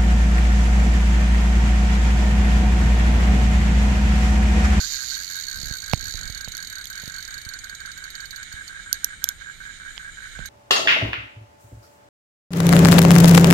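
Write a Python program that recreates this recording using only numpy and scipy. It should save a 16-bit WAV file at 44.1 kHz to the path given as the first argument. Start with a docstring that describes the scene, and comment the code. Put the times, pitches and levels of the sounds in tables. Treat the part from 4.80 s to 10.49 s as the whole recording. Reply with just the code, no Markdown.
"""A fishing reel's drag clicker buzzes, slows to single ticks and stops as line runs off, by the water
at night. Each tooth flicks a pawl that rings spring and spool. Fingers turn the drag knob in four
sharp snaps and tap the rod; a hand bumps the camera, whose right microphone is nearest the reel.
Behind, a frog pulses its vocal sac in five or six calls a second; insects chirp over a far chorus."""
import sys
import numpy as np
from scipy import signal
from scipy.fft import rfft, irfft, next_fast_len
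from scipy.io import wavfile
from scipy.ndimage import map_coordinates

SR = 44100
rng = np.random.default_rng(int(sys.argv[2]) if len(sys.argv) > 2 else 0)


def master_out(mix):
    """Clip the mix to full scale and print it as 16-bit PCM to the path in sys.argv[1]."""
    frames = np.transpose(np.atleast_2d(mix))
    ceiling = np.clip(frames, -1, 1)
    pcm = np.round(ceiling * 32767).astype(np.int16)
    wavfile.write(sys.argv[1], SR, pcm)


N = 250884


def drag_clicker():
    """Each tooth flicks the pawl: a crack, a rebound, and the ring of spring and spool."""
    # Line runs off in surges. Each row: time in seconds, clicks per second.
    click_rate = [(0.0, 156.4), (0.27, 118.5), (0.32, 152.5), (0.38, 89.9), (0.59, 91.9), (0.65, 63.2),
                  (0.9, 75.8), (1.05, 46.7), (1.12, 68.5), (1.19, 55.9), (1.28, 78.0), (1.4, 48.6),
                  (1.55, 39.6), (1.59, 28.7), (1.69, 26.0), (1.84, 46.8), (1.88, 36.4), (2.11, 33.4),
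                  (2.22, 53.3), (2.32, 45.0), (2.38, 49.3), (2.55, 25.7), (2.63, 29.5), (2.73, 19.2),
                  (3.03, 18.2), (3.27, 15.0), (3.32, 20.1), (3.58, 18.5)]
    # The clicks grow quieter. Each row: time in seconds, level in dB.
    click_level = [(0, -24), (.2, -24), (.55, -26), (1.4, -26), (1.7, -28), (2.4, -29.5), (3.2, -31.5),
                   (3.56, -29.5)]
    # Spool almost at rest. Each row: start in seconds, level in dB.
    lone_ticks = [(3.6294, -30), (3.7255, -28.5), (3.878, -29), (4.142, -31), (5.657, -26.5)]
    # Clicker spring and metal spool. Each row: frequency in Hz, level in dB, t60 in seconds.
    spring_modes = [(3843, -15, .26), (3940, -17, .22), (4390, -1.5, .045), (4490, -13, .025),
                    (6288, -13, .08), (6570, -11.5, .08), (6870, -7, .03), (7440, -17, .03)]
    spool_modes = [(10350, -33, .05), (10845, -27, .055), (11945, -16, .065), (12865, -16, .055),
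                   (13700, -32, .03)]
    # Pawl crack. Each row: frequency in Hz, level in dB.
    crack_spectrum = [(900, -27.5), (2000, -11), (2600, -20), (3400, -11.5), (4400, -0.5), (5500, -10.5),
                      (6800, 1), (7400, -7), (8200, -29), (9700, -39), (13000, -12.5), (14500, -59)]
    tooth_scatter_db, damping_db_per_hz = 1.1, .038
    teeth_s = beats(click_rate)
    running = np.c_[teeth_s, np.interp(teeth_s, *np.transpose(click_level))]
    times_s, db = np.vstack([running, lone_ticks]).T
    sizes = amp(db + tooth_scatter_db * rng.standard_normal(len(db)))
    blows, t = np.zeros(N), np.arange(SR // 40) / SR
    for start_s, size in zip(times_s, sizes):
        since_rebound_s = t - rng.uniform(.0016, .0039)
        rebound = .4 * (since_rebound_s > 0) * fade(np.abs(since_rebound_s), .02)
        add(blows, start_s, size * (1 - fade(t, .00099)) * (fade(t, .013) + rebound))
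    # At speed the next tooth damps the ring.
    ring_sizes = sizes * amp(-damping_db_per_hz * np.interp(times_s, *np.transpose(click_rate)))
    line_hiss = amp(curve([(0, -35.5), (.14, -37), (.3, -72.5)]))  # at full speed only
    spring = struck(spring_modes, times_s, ring_sizes, scatter_db=3, rise_s=.0025)
    clicker = amp(2) * spring + (amp(2) * blows + line_hiss) * noise(crack_spectrum)
    spool = amp(-.7) * struck(spool_modes, times_s, ring_sizes, scatter_db=5, rise_s=.005)
    direct = placed(clicker, left_db=-63, lag_s=.00038) + placed(spool, left_db=5.5, lag_s=.0002)
    return direct + amp(-20) * echoes(clicker, t60_s=.027)


def reel_snaps():
    """The drag knob's detent snaps over in about a millisecond; one ratchet click rings duller."""
    # One duller click of the ratchet, then sharp snaps.
    # Each row: start in seconds, level in dB, low ring in dB, left gain in dB.
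    snaps = [(1.114, -28, 5, -14), (1.7689, -15.5, -15, -22), (2.0553, -19, -5, -18),
             (4.1286, 2.5, -30, -11.5), (4.2445, 2, -34, -24), (4.4414, 1.5, -16, -20),
             (4.4889, -1.5, -16.5, -6)]
    # Detent and low ring. Each row: frequency in Hz, level in dB, t60 in seconds.
    detent_modes = [(4510, -8.5, 0.0044), (5950, -3.5, 0.0041), (6230, -5, 0.0047), (8840, -16, 0.004),
                    (11020, -20, 0.0063), (12010, -9, 0.0038)]
    low_modes = [(2104, -22, .0026), (3420, 1, .009)]
    low_cut_hz = 1500  # a small knob radiates little bass
    out, t = np.zeros((2, N)), np.arange(SR // 30) / SR
    grit = noise([(500, -14), (2000, -25), (4500, 9), (7000, 0), (9500, -2), (12500, 17), (16000, -18)])
    for start_s, db, low_db, left_db in snaps:
        scratch = amp(-9.5) * grit[round(start_s * SR):][:len(t)] * fade(t, .0098)
        ringing = ring(detent_modes, t) + amp(low_db) * ring(low_modes, t)
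        snap = amp(db + 4.5) * (ringing + scratch) * (1 - fade(t, .0015)) ** 2
        add(out[1], start_s, snap)
        add(out[0], start_s + .00027, amp(left_db) * snap)
    out = filtered(out, lambda hz: hz / np.hypot(hz, low_cut_hz))
    return out + amp(-26.5) * echoes(out[1], t60_s=.091)


def rod_taps():
    """A finger taps the rod, which answers with a dry tick."""
    # Each row: start in seconds, level in dB.
    taps = [(5.1678, -20), (5.1785, -6)]
    # Each row: frequency in Hz, level in dB, t60 in seconds.
    rod_modes = [(860, -17, 0.0057), (2160, -4, 0.0044), (3140, 2, .0035), (4910, -3, 0.0027)]
    out, t = np.zeros(N), np.arange(SR // 50) / SR
    for start_s, db in taps:
        add(out, start_s, amp(db) * ring(rod_modes, t) * (1 - fade(t, .0021)) ** 2)
    return placed(out, left_db=-20)


def hand_bumps():
    """Bumps knock the camera's case and push it for a cycle or so, over the lumpy rumble of the grip."""
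    # Each row: start in seconds, level in dB, push frequency in Hz, relative crack level in dB.
    bumps = [(.83, -24, 120, -14), (.909, -14, 55, -17), (1.1345, -1, 92, 5), (1.23, -23, 55, -30),
             (1.343, -19, 38, -11), (1.497, -19, 62, -13), (1.677, -22, 100, -2), (2.2345, -24, 110, -7),
             (2.275, -20.5, 105, -13), (2.663, -24, 60, -34), (3.736, -26, 66, -32),
             (5.591, -19.5, 110, -4)]
    # Each row: frequency in Hz, level in dB, t60 in seconds.
    case_modes = [(375, -3, .012), (684, 2, 0.0073), (844, 2, 0.0068), (1322, -11, 0.0077),
                  (1800, 1, 0.0045)]
    # Crack of a contact. Each row: frequency in Hz, level in dB.
    contact_spectrum = [(300, 19), (700, -2.5), (1100, -8.5), (2200, 14), (3200, 10.5), (5000, 3),
                        (7200, -11), (8500, -41), (15000, -30)]
    # Shifting grip. Each row: time in seconds, level in dB.
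    grip = [(0, -47), (.7, -53.5), (.8, -32), (1, -38.5), (1.4, -34), (1.95, -50), (3, -51.5),
            (5.45, -54.5), (5.6, -38)]
    flex_delay_s = .002  # the case gives way after the contact
    knocks, cracks, t = np.zeros(N), np.zeros(N), np.arange(SR // 10) / SR
    for start_s, db, hz, crack_db in bumps:
        push = np.cos(2 * np.pi * hz * t) * fade(t, 2.34 / hz) * (1 - fade(t, .55 / hz)) ** 2
        add(knocks, start_s + flex_delay_s, amp(db + 4) * push)
        add(knocks, start_s, -amp(db + crack_db - 10.5) * ring(case_modes, t))
        add(cracks, start_s, amp(db + crack_db - 5.5) * fade(t, .0058))
    grip_gain = amp(curve(grip) + 2.9 * wobble(18))
    rumble = grip_gain * noise([(18, 1.5), (35, 1), (80, -6.5), (180, -18.5), (400, -32), (900, -36.5)])
    return placed(knocks + cracks * noise(contact_spectrum) + rumble, left_db=-22.5)


def frog():
    """Each call is a rattle of pulses that ring the vocal sac; the banks smear it."""
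    # Each row: time in seconds, calls per second.
    call_rate = [(-.05, 5.37), (1.03, 5.77), (2.58, 5.23), (2.86, 6.21), (3.62, 5.21), (4.03, 6.15),
                 (4.28, 5.37), (5.12, 5.0), (5.3, 5.9), (5.69, 5.0)]
    # Bursts of one call. Each row: offset in seconds, pulse count, level in dB.
    bursts = [(0, 3, 1), (0.034, 1, -0.5), (0.05, 2, 2), (.069, 5, 1.5)]
    # Each row: frequency in Hz, level in dB, t60 in seconds.
    sac_modes = [(1605, 0, .027), (1780, -14, .015), (2240, -17, .02)]
    pulse_period_s, sac_rise_s = .00815, .011
    voice, t = np.zeros(N), np.arange(SR // 36) / SR
    pulses = [(s + k * pulse_period_s, db) for s, count, db in bursts for k in range(round(count))]
    for start_s in beats(call_rate):
        for offset_s, db in pulses:
            late, loud, sharp = rng.standard_normal(3)
            jitter_s = .03 * (offset_s + .01) * late
            pulse = ring(sac_modes, t, pitch_ratio=1 + .023 * sharp) * (1 - fade(t, sac_rise_s))
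            add(voice, start_s + offset_s + jitter_s, amp(db + .69 * loud) * pulse)
    voice = amp(-39.2) * unit(voice)
    return placed(voice, left_db=-6.3, lag_s=-.00016) + amp(-11) * echoes(voice, t60_s=.1)


def insects():
    """Each nearby insect is a narrow buzz that swells and stops at its own pace."""
    # Each row: pitch in Hz, width in Hz, level in dB, then period, chirp length and
    # middle of one chirp in seconds.
    chirpers = [(7190, 200, -49, .2155, .11, 4.705), (11700, 1100, -64, .33, .2, 4.83),
                (3080, 110, -55.5, .245, .06, 5.11)]
    out, t = np.zeros(N), np.arange(N) / SR
    for hz, width_hz, db, period_s, length_s, middle_s in chirpers:
        from_middle_s = (t + .014 * wobble(2.77) - middle_s + period_s / 2) % period_s - period_s / 2
        swell = np.exp(-(2 * from_middle_s / length_s) ** 4)
        buzz = noise([(hz - 2 * width_hz, -25), (hz - width_hz / 2, -3), (hz, 0),
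                      (hz + width_hz / 2, -3), (hz + width_hz, -20)])
        out += amp(db) * swell * buzz
    return placed(out, left_db=-23.5, lag_s=.00042)


def far_chorus():
    """Far frogs and insects merge into a shimmering noise bed over still air."""
    # Chorus on each side, and night air. Each row: frequency in Hz, level in dB.
    left_spectrum = [(1000, -36), (1350, -8), (1600, -2.5), (1950, -14.5), (2280, -0.5), (2600, -79),
                     (3050, -14.5), (3900, -18.5), (5000, -51), (5800, -49), (7000, -8), (7600, -22.5),
                     (8500, -6.5), (9700, -32.5)]
    right_spectrum = [(1000, -48), (1350, -8), (1600, 0), (1950, -5.5), (2280, -2.5), (2600, -23.5),
                      (3050, -5.5), (3300, -13), (3800, -2), (4800, -17), (5800, -17), (6900, -5.5),
                      (7700, -32.5), (9000, -14.5)]
    air_spectrum = [(20, 7.5), (70, 1.5), (200, -8), (400, -18.5), (1000, -21.5), (5000, -24.5),
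                    (9800, -64), (11700, -27), (12600, -31), (14200, -35), (15000, -63)]
    chorus = [amp(db + 1.57 * wobble(25) + 1.2 * wobble(3.42)) * noise(spectrum)
              for db, spectrum in [(-47, left_spectrum), (-42, right_spectrum)]]
    air_mid, air_side = amp(-53.5) * noise(air_spectrum), amp(-58) * noise(air_spectrum)
    return np.array(chorus) + [air_mid + air_side, air_mid - air_side]


def struck(modes, times_s, sizes, scatter_db, rise_s):
    """Modes ring on from blow to blow; each blow shares its force anew and takes a moment to build."""
    out = np.zeros(N)
    at = np.clip(np.round(times_s * SR), 0, N - 1).astype(int)
    for hz, db, t60_s in modes:
        blows = np.bincount(at, sizes * amp(db + scatter_db * rng.standard_normal(len(at))), N)
        out += resonator(resonator(blows, hz, rise_s), hz, t60_s)
    return 2 * (1 - fade(1 / SR, rise_s)) * out


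def resonator(x, hz, t60_s):
    """One damped mode; a unit blow rings it at size 1."""
    r, w = fade(1 / SR, t60_s), 2 * np.pi * hz / SR
    return signal.lfilter([.5, 0, -.5], [1, -2 * r * np.cos(w), r * r], x)


def ring(modes, t, pitch_ratio=1):
    """Damped modes set going by one blow."""
    hz, db, t60_s = np.transpose(modes)[:, :, None]
    return np.sum(amp(db) * fade(t, t60_s) * np.sin(2 * np.pi * hz * pitch_ratio * t), axis=0)


def beats(rows):
    """Event times in seconds from a (seconds, events per second) curve."""
    s, rate_hz = np.transpose(rows)
    t = np.arange(s[0], s[-1], 1 / SR)
    turns = np.cumsum(np.interp(t, s, rate_hz)) / SR
    return np.interp(np.arange(int(turns[-1]) + 1), turns, t)


def noise(spectrum):
    """Noise of rms 1 with an (Hz, dB) spectrum that falls steeply past its ends."""
    f, db = np.transpose(spectrum)
    log_f, db = np.log(np.r_[f[0] / 2, f, f[-1] * 1.2]), np.r_[-120, db, -120]
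    return unit(filtered(rng.standard_normal(N), lambda hz: amp(np.interp(np.log(hz + 1), log_f, db))))


def placed(x, left_db, lag_s=0):
    """Stereo pair; gain and lag apply to the left microphone."""
    n = np.arange(N)
    return np.array([amp(left_db) * np.interp(n - np.round(lag_s * SR), n, x), x])


def echoes(x, t60_s):
    """Diffuse scatter from the surroundings, independent at each microphone."""
    t = np.arange(SR // 6) / SR
    tail = rng.standard_normal((2, len(t))) * fade(t, t60_s)
    return signal.oaconvolve(x[None], tail / np.linalg.norm(tail[0]), axes=1)[:, :N]


def filtered(x, response):
    """Apply a gain given as a function of Hz."""
    size = next_fast_len(N + 4096, True)
    return irfft(rfft(x, size) * response(np.fft.rfftfreq(size, 1 / SR)), size)[..., :N]


def wobble(rate_hz):
    """Smooth random curve, rate_hz knots a second."""
    at = np.arange(0, N + 64, 64)
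    knots = rng.standard_normal(int(N * rate_hz / SR) + 4)
    return np.interp(np.arange(N), at, map_coordinates(knots, [at * rate_hz / SR]))


def curve(rows):
    """One value per sample from (seconds, value) rows."""
    return np.interp(np.arange(N) / SR, *np.transpose(rows))


def add(track, start_s, sound):
    """Mix a sound into a track."""
    start = round(start_s * SR)
    sound = sound[max(-start, 0):max(N - start, 0)]
    track[max(start, 0):][:len(sound)] += sound


def fade(t, t60_s):
    """Exponential decay, 60 dB in t60_s."""
    return np.exp(-np.log(1000) * t / t60_s)


def amp(db):
    """Decibels to gain."""
    return 10 ** (np.asarray(db) / 20)


def unit(x):
    """Scale to rms 1."""
    return x / np.sqrt(np.mean(x ** 2) + 1e-20)


def scene():
    """Reel, rod and hand close by, the animals beyond."""
    return drag_clicker() + reel_snaps() + rod_taps() + hand_bumps() + frog() + insects() + far_chorus()


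def record(dry):
    """Hard limit at full scale, then a steep low-pass."""
    cutoff_hz = 15800
    return filtered(np.clip(dry, -1, 1), lambda hz: 1 / np.sqrt(1 + (hz / cutoff_hz) ** 120))


dry = scene()
out = record(dry)
master_out(out)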